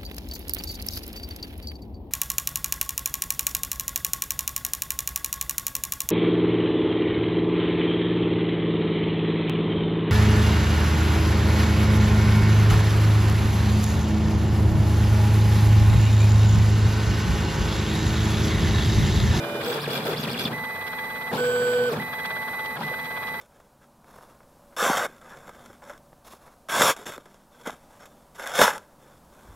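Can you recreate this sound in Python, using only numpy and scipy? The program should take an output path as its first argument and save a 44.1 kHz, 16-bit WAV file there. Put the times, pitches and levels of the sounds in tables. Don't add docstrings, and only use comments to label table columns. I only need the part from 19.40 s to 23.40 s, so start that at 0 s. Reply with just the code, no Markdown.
import sys
import numpy as np
from scipy import signal
from scipy.fft import rfft, irfft
from scipy.io import wavfile
from scipy.ndimage import uniform_filter1d

SR = 44100
rng = np.random.default_rng(int(sys.argv[2]) if len(sys.argv) > 2 else 0)


def unload_audio(sound):
    columns = np.transpose(np.atleast_2d(sound))
    steps = np.round(np.clip(columns, -1, 1) * 32767)
    wavfile.write(sys.argv[1], SR, steps.astype(np.int16))


N = 176400

FULL_STEP, COIL_CYCLE = 16, 64
BELT_ACCEL_HZ_PER_S, TRAVEL_ACCEL_HZ_PER_S, SCREW_ACCEL_HZ_PER_S = 95000, 107000, 39000
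STEP_JITTER_RAD, FRAME_T60_S = 0.55, 0.17

# freq_hz, side_db
WIDTH = [(60, -4), (110, -27), (200, -18), (380, -17.5), (700, -12.5), (1290, -2), (2380, -1.5), (4400, 2),
         (8120, 4.5), (15000, -2.5)]
# freq_hz, gain_db
GROWL_EQ = [(50, -52), (150, -49), (270, -14), (340, -8), (450, 1.5), (620, -8), (800, -7.5), (1000, -14.5),
            (1400, -14.5), (2200, -28), (5000, -39)]
RUMBLE_EQ = [(25, -52), (60, -28), (90, -13), (118, -12), (143, 2.5), (190, -7), (235, -3), (300, -11.5),
             (600, -23), (3000, -72)]
RATTLE_EQ = [(60, -47), (500, -11), (1200, -0.5), (1700, -4.5), (2300, 2.5), (2800, 1), (3500, 1.5),
             (4900, -5), (6500, -18), (9000, -17), (13000, -9), (16000, -22)]
# pitch_hz, width_hz, gain_db
FRAME_MODES = [(1584, 61, 4), (2390, 47, 8.5), (2740, 150, -4), (3420, 117, 10), (4180, 120, -4),
               (4790, 60, 3), (5080, 66, -3)]
# freq_hz, gain_db
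RADIATION_EQ = [(900, -9), (2400, 2), (5200, -2), (6000, -12.5), (7000, -10.5), (7800, -6.5), (9500, -5),
                (11500, -5), (13500, 4), (15000, -3), (16000, -10)]

# freq_hz, gain_db
FAN_EQ = [(25, -45), (45, -13.5), (90, -5), (150, -0.5), (200, -2), (250, -1), (320, -12), (430, 0),
          (570, -4), (750, -2.5), (1000, -3.5), (1150, -4.5), (1400, -7), (1620, -18.5), (1850, -8),
          (2400, -17), (2750, -22), (3300, -21), (4300, -21), (5500, -29.5), (6800, -34.5), (8500, -28),
          (11000, -27), (13500, -20.5), (15600, -36)]
RASP_EQ = [(50, -43), (300, -9.5), (700, 5), (1150, 7), (1400, 5), (1620, 10), (2100, -9.5), (2400, 1),
           (2800, -12), (3330, -4.5), (3700, -5.5), (4600, -13.5), (6500, -36), (15000, -45)]
# time_s, level_db
RASP_RIDE = [(0, -34.5), (1.4, -37), (1.8, -35), (2.7, -34), (3.15, -36), (3.6, -36.5), (4, -35)]
# time_s, level_db
SCRAPES = [(1.476, -40.5), (2.857, -39), (3.258, -43.5), (3.655, -41.5), (3.882, -43)]

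# pitch_hz, level_db
LINE_TONES = [(247.6, -54), (333.8, -38), (419.9, -42), (581.4, -32.5), (667.5, -42.5), (1491, -44.5),
              (1583, -52), (1916, -72), (2406, -52), (2982, -49), (3564, -51), (3671, -67), (3898, -58),
              (5055, -61.5), (11908, -60), (13399, -70)]
LINE_OVERTONES = [(5964, -64.5), (7455, -64), (8940, -63), (10425, -62)]
# pitch_hz, left_over_right_db
BELT_PAN = [(240, 0.5), (490, -1), (1510, -6), (2400, -24), (4500, 24.5), (7700, -1), (14000, 2)]
SCREW_PAN = [(240, -4.5), (870, 1), (2000, -3), (4000, -0.5), (14000, -5)]
# pitch_hz, left_lead_rad
BELT_LEAD = [(240, 0.049), (550, -0.082), (1510, 1.64), (3000, 1.5), (7700, -1.36), (14000, 1.8)]
SCREW_LEAD = [(240, 0.24), (870, 0.57), (2000, -1.15), (4000, -1.5), (8000, -1.8), (14000, 1.5)]

# middle_s, cruise_s, top_rate_hz, step_db, overtones_db, hum_db, growl_db, rumble_db, rattle_db
STROKES = [(0.294, 0.035, 7843, -43, -43, -33.5, -30, -40.5, -36.5),
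           (0.427, 0.0019, 5646, -37.5, -42, -53, -52, -37, -40),
           (.545, 0.015, 7050, -41.5, -43, -50, -29.5, -34, -34.5),
           (0.682, 0.0051, 7460, -45, -42, -31.5, -28.5, -40, -37.5),
           (0.805, .003, 7137, -37.5, -45, -48, -40, -32.5, -39),
           (0.917, 0.0029, 5420, -37.5, -44, -56, -37, -34, -39),
           (1.023, 0.032, 5910, -37.5, -41, -40.5, -36.5, -34, -35)]
# step_rate_ratio, level_db
BEAT_TONES = [(0.189, -55), (0.329, -57), (0.439, -49), (0.571, -48), (0.811, -51)]
# freq_hz, gain_db
CLATTER_EQ = [(60, -45), (500, -17), (1250, 0), (2050, -2), (2600, 0.5), (3800, -2.5), (4900, -4.5),
              (6200, -19), (8100, -11.5), (9500, -17.5), (13000, -8), (16000, -20)]
# start_s, rise_s, decay_s, rumble_db, growl_db, rattle_db
JOLTS = [(0.227, 0.0044, .025, -30, -33, -50), (0.338, .006, 0.035, -49, -32, -47),
         (0.474, 0.0033, 0.012, -33, -24.5, -38), (.651, .003, 0.019, -40, -31, -42),
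         (.715, 0.0035, 0.014, -34, -33, -46), (.83, 0.0054, 0.026, -42, -34, -32),
         (.871, 0.0021, 0.0093, -38, -28, -42), (1.052, .003, 0.0095, -32, -33, -46),
         (1.10, .004, 0.076, -33.5, -40.5, -46), (1.906, 0.013, 0.029, -35, -27.5, -53),
         (1.925, 0.013, 0.039, -25, -27.5, -37), (2.516, 0.0044, 0.04, -31.5, -25.5, -45),
         (2.56, .006, 0.045, -28, -44, -44), (3.39, 0.0045, 0.093, -38.5, -44, -41.5),
         (3.435, 0.0023, .008, -28, -48, -52)]
# start_s, level_db, pitch_hz, decay_s
TICKS = [(1.053, -19, 3457, .006), (2.335, -39, 3350, 0.0059), (3.141, -31, 870, .014),
         (3.141, -33.5, 1128, 0.014), (3.41, -21.5, 857, 0.0047), (3.514, -27.5, 505, 0.0086)]

# cruise_start_s, cruise_end_s, gain_db
SCREW_RUNS = [(1.132, 1.91, -0.5), (2.6, 3.358, 0.5), (3.436, 4.1, 0.2)]
# pitch_hz, level_db
SCREW_TONES = [(247.6, -55), (500.6, -51.5), (872.1, -42), (1125, -50), (1593, -53), (1873, -53),
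               (1997, -35.5), (2030, -54.5), (2121, -58), (2498, -56), (3871, -60.5), (3994, -56.5),
               (5992, -72), (6492, -80), (7994, -70)]
SCREW_WHISTLES = [(9959, -65), (10024, -63), (11709, -71), (11956, -59), (12021, -59), (12392, -66),
                  (13329, -71), (13706, -72), (13954, -61), (14018, -58)]
# freq_hz, gain_db
FIZZ_EQ = [(2000, 6), (6500, -27), (8000, -16), (10000, 8), (13500, -3), (15500, 7)]

# pitch_hz, level_db
TRAVEL_TONES = [(242.2, -41.5), (489.9, -24), (1513, -35), (2369, -62.5), (3031, -51.5), (3268, -49.5),
                (4544, -61), (4786, -66), (4883, -69), (6298, -62.5), (7325, -66), (7447, -69),
                (7691, -46.5), (7813, -53), (7935, -51.5), (8057, -66), (8179, -61), (8909, -66),
                (10842, -65), (12575, -59), (14040, -63), (14772, -59), (15014, -62), (15504, -68)]
COIL_HUM = [(122, -48)]
# time_s, gain_db
WHISTLE_RIDE = [(1.99, -1.5), (2.07, 0.5), (2.18, 0.5), (2.33, -1), (2.43, -5.5), (2.48, -4)]

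TIME_S, BIN_HZ = np.arange(N) / SR, np.arange(N // 2 + 1) * SR / N


def undb(db):
    return 10 ** (np.asarray(db) / 20)


def unit(x):
    return x / np.sqrt(np.mean(x ** 2))


def at(curve, hz):
    freqs, values = np.array(curve, float).T
    return np.interp(np.log(np.maximum(hz, 1)), np.log(freqs), values)


def ride(points):
    return undb(np.interp(TIME_S, *np.array(points).T))


def colour(x, eq):
    return unit(irfft(rfft(x) * undb(at(eq, BIN_HZ)), N))


def noise(eq):
    mid, side = rfft(rng.standard_normal((2, N)))
    side *= undb(at(WIDTH, BIN_HZ))
    return colour(irfft(np.array([mid + side, mid - side]), N), eq)


def waver(rate_hz):
    hold = int(SR / rate_hz)
    stairs = np.repeat(rng.standard_normal(N // hold + 1), hold)
    return unit(uniform_filter1d(uniform_filter1d(stairs, hold), hold)[:N])


def burst(start_s, rise_s, decay_s):
    age = np.maximum(TIME_S - start_s, 0)
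    return (1 - np.exp(-age / rise_s)) * np.exp(-age / decay_s)


def lag(level, seconds):
    keep = np.exp(-1 / (seconds * SR))
    return signal.lfilter([1 - keep], [1, -keep], level)


def resonate(x, hz, width_hz):
    return signal.lfilter(*signal.iirpeak(hz, hz / width_hz, fs=SR), x)


def speed(start_s, end_s, top_hz, accel):
    outside_s = np.maximum(np.maximum(start_s - TIME_S, TIME_S - end_s), 0)
    return np.clip(1 - accel / top_hz * outside_s, 0, 1)


def fan(body, period_s=0.0574, rasp_width_s=0.009, scrape_width_s=0.0079):
    cycles = (TIME_S + 0.001 * waver(16) - 1.189) / period_s + 0.5
    scatter_db = 1.5 * rng.standard_normal(128)[np.floor(cycles).astype(int)]
    pulses = np.exp(-0.5 * ((cycles % 1 - 0.5) * period_s / rasp_width_s) ** 2)
    rasp = ride(RASP_RIDE) * pulses * undb(scatter_db + 1.5 * waver(300))
    scrapes = sum(undb(db) * np.exp(-0.5 * ((TIME_S - s) / scrape_width_s) ** 2) for s, db in SCRAPES)
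    bearing = rasp * noise(RASP_EQ) + scrapes * body["rattle"]
    ring = undb(2.5) * resonate(bearing, hz=3327, width_hz=83)
    return undb(-39.5) * noise(FAN_EQ) + bearing + ring


def whine(share, tones, waver_db, pan=BELT_PAN, lead=BELT_LEAD):
    phase_per_hz = 2 * np.pi * np.cumsum(share) / SR
    on, sides = share > 0, np.array([[0.5], [-0.5]])
    out = np.zeros((2, N))
    for hz, db in tones:
        lead_rad = at(lead, hz)
        gain = np.sqrt(2) * undb(db + waver_db * waver(22.32)[on] + sides * at(pan, hz))
        gain /= np.cos(min(abs(lead_rad), 2) / 2)
        out[:, on] += gain * np.sin(hz * phase_per_hz[on] + rng.uniform(0, 2 * np.pi) + sides * lead_rad)
    return out


def shake(body, growl_db, rumble_db, rattle_db):
    return (undb(growl_db) * body["growl"] + undb(rumble_db) * body["rumble"]
            + undb(rattle_db) * body["rattle"])


def slow_line(body):
    share = speed(start_s=-0.1, end_s=0.215, top_hz=2982, accel=BELT_ACCEL_HZ_PER_S)
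    tones = undb(-2.5) * whine(share, [*LINE_TONES, *LINE_OVERTONES], waver_db=1)
    return share * (tones + shake(body, growl_db=-36, rumble_db=-39.5, rattle_db=-49))


def frame_ring(x):
    t = TIME_S[:SR // 4]
    tail = rng.standard_normal((2, len(t))) * np.exp(-np.log(1000) * t / FRAME_T60_S)
    tail[1] = 0.38 * tail[0] + 1.3 * tail[1]
    tail /= np.linalg.norm(tail, axis=1, keepdims=True)
    return signal.fftconvolve(x[None], tail, axes=1)[:, :N]


def frame_modes(x):
    return sum(undb(db) * resonate(x, hz, width_hz) for hz, width_hz, db in FRAME_MODES)


def chirp(rate_hz, step_gain, overtone_gain):
    phase = 2 * np.pi * np.cumsum(rate_hz) / SR
    overtone_phase = phase + 0.42 * waver(900)
    flicker_db = 2 * waver(260)
    tone = step_gain * undb(at(RADIATION_EQ, rate_hz) + flicker_db)
    tone *= np.sin(phase + STEP_JITTER_RAD * waver(900))
    for harmonic, trim_db in (2, 0), (3, -5):
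        hz = harmonic * rate_hz
        gain = overtone_gain * undb(at(RADIATION_EQ, hz) + trim_db) * (hz < SR / 2)
        tone += gain * np.sin(harmonic * overtone_phase)
    tone *= 1 + 0.4 * np.sin(phase / COIL_CYCLE) + 0.4 * np.sin(phase / FULL_STEP)
    return tone + 0.5 * frame_ring(tone) + undb(-10) * frame_modes(tone)


def scribble(body, fade_below_hz=1460, release_s=0.056):
    rates = np.array([hz * speed(middle - cruise / 2, middle + cruise / 2, hz, BELT_ACCEL_HZ_PER_S)
                      for middle, cruise, hz, *_ in STROKES])
    rate_hz = rates.max(axis=0)
    stroke = np.array(STROKES)[rates.argmax(axis=0)]
    share = rate_hz / stroke[:, 2]
    faders = uniform_filter1d(undb(stroke[:, 3:].T), size=400, axis=1)
    step, overtones, hum, growl, rumble, rattle = faders * np.clip(rate_hz / fade_below_hz, 0, 1)
    phase = 2 * np.pi * np.cumsum(rate_hz) / SR + STEP_JITTER_RAD * waver(900)
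    beats = share * sum(undb(db) * np.sin(ratio * phase) for ratio, db in BEAT_TONES)
    full_step_hum = np.sqrt(2) * hum * share ** 2 * np.sin(phase / FULL_STEP)
    motors = chirp(rate_hz, step, overtones * share) + frame_ring(beats) + full_step_hum
    clatter = rattle * np.sqrt(share) * noise(CLATTER_EQ) * undb(2.9 * waver(350))
    frame = lag(growl * np.sqrt(share), release_s / 2) * body["growl"]
    frame += lag(rumble, release_s) * body["rumble"]
    return motors + frame + undb(-2) * clatter + frame_modes(clatter)


def jolts(body):
    return sum(burst(start_s, rise_s, decay_s) * shake(body, growl_db, rumble_db, rattle_db)
               for start_s, rise_s, decay_s, rumble_db, growl_db, rattle_db in JOLTS)


def ticks(rise_s=0.0011, rough_rad=0.42):
    out = np.zeros(N)
    for start_s, db, hz, decay_s in TICKS:
        ring = np.sqrt(2) * np.sin(2 * np.pi * hz * (TIME_S - start_s) + rough_rad * waver(900))
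        out += undb(db) * burst(start_s, rise_s, decay_s) * ring
    return out


def screw_motor(body, top_hz=1997.6):
    runs = [speed(start_s, end_s, top_hz, SCREW_ACCEL_HZ_PER_S) for start_s, end_s, _ in SCREW_RUNS]
    share = np.max(runs, axis=0)
    fader = sum(undb(db) * run ** 4.4 for run, (_, _, db) in zip(runs, SCREW_RUNS))
    tones = whine(share, [*SCREW_TONES, *SCREW_WHISTLES], waver_db=0.95, pan=SCREW_PAN, lead=SCREW_LEAD)
    steps = np.cumsum(share) * top_hz / SR
    step_sizes = rng.standard_normal((2, COIL_CYCLE))[:, steps.astype(int) % COIL_CYCLE]
    pulses = share * step_sizes * np.exp(-((steps % 1 - 0.5) / 0.04) ** 2)
    fizz = undb(-55.5) * colour(pulses, FIZZ_EQ)
    phase = 2 * np.pi * steps + STEP_JITTER_RAD * waver(900)
    glide = 2 * share * np.sqrt(1 - share) * (undb(-39) * np.sin(phase) + undb(-45) * np.sin(2 * phase))
    strain = lag(2 * np.sqrt(share * (1 - share)), seconds=0.0036)
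    mount_ring = undb(-39) * unit(resonate(body["growl"], hz=910, width_hz=190))
    shudder = undb(-46) * body["rumble"]
    return fader * (tones + fizz) + glide + 0.5 * frame_ring(glide) + strain * (mount_ring + shudder)


def long_travel(body, start_s=1.982, end_s=2.487, top_hz=7813, tooth_hz=15, swell_db_per_s=5.5):
    share = speed(start_s, end_s, top_hz, TRAVEL_ACCEL_HZ_PER_S)
    lows, mids, highs = ([(hz, db) for hz, db in TRAVEL_TONES if low_hz <= hz < high_hz]
                         for low_hz, high_hz in [(0, 1000), (1000, 6000), (6000, SR)])
    throb_db = 1.2 * np.cos(2 * np.pi * tooth_hz * (TIME_S - 2.222))
    swell_db = 0.35 + swell_db_per_s * (TIME_S - (start_s + end_s) / 2)
    hum_gain = undb(throb_db + swell_db) * lag(share ** 6, seconds=0.013)
    hum = hum_gain * whine(share ** 0.246, [*COIL_HUM, *lows], waver_db=1)
    song = share ** 5 * whine(share, mids, waver_db=0.67)
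    whistle = share ** 20 * ride(WHISTLE_RIDE) * whine(share, highs, waver_db=0.9)
    ramping = share * (1 - share)
    ramp_chirps = chirp(share * top_hz, undb(-30) * ramping, undb(-34) * ramping)
    frame = share * shake(body, growl_db=-37.5, rumble_db=-46, rattle_db=-44)
    return hum + song + whistle + ramp_chirps + frame


def scene():
    body = {"growl": noise(GROWL_EQ) * undb(0.9 * waver(90)),
            "rumble": noise(RUMBLE_EQ),
            "rattle": noise(RATTLE_EQ) * undb(2.8 * waver(350))}
    return (fan(body) + slow_line(body) + scribble(body) + jolts(body) + ticks()
            + screw_motor(body) + long_travel(body))


def record(dry):
    return signal.sosfilt(signal.ellip(12, 0.2, 80, 15750, fs=SR, output="sos"), dry)


dry = scene()
out = record(dry)
unload_audio(out)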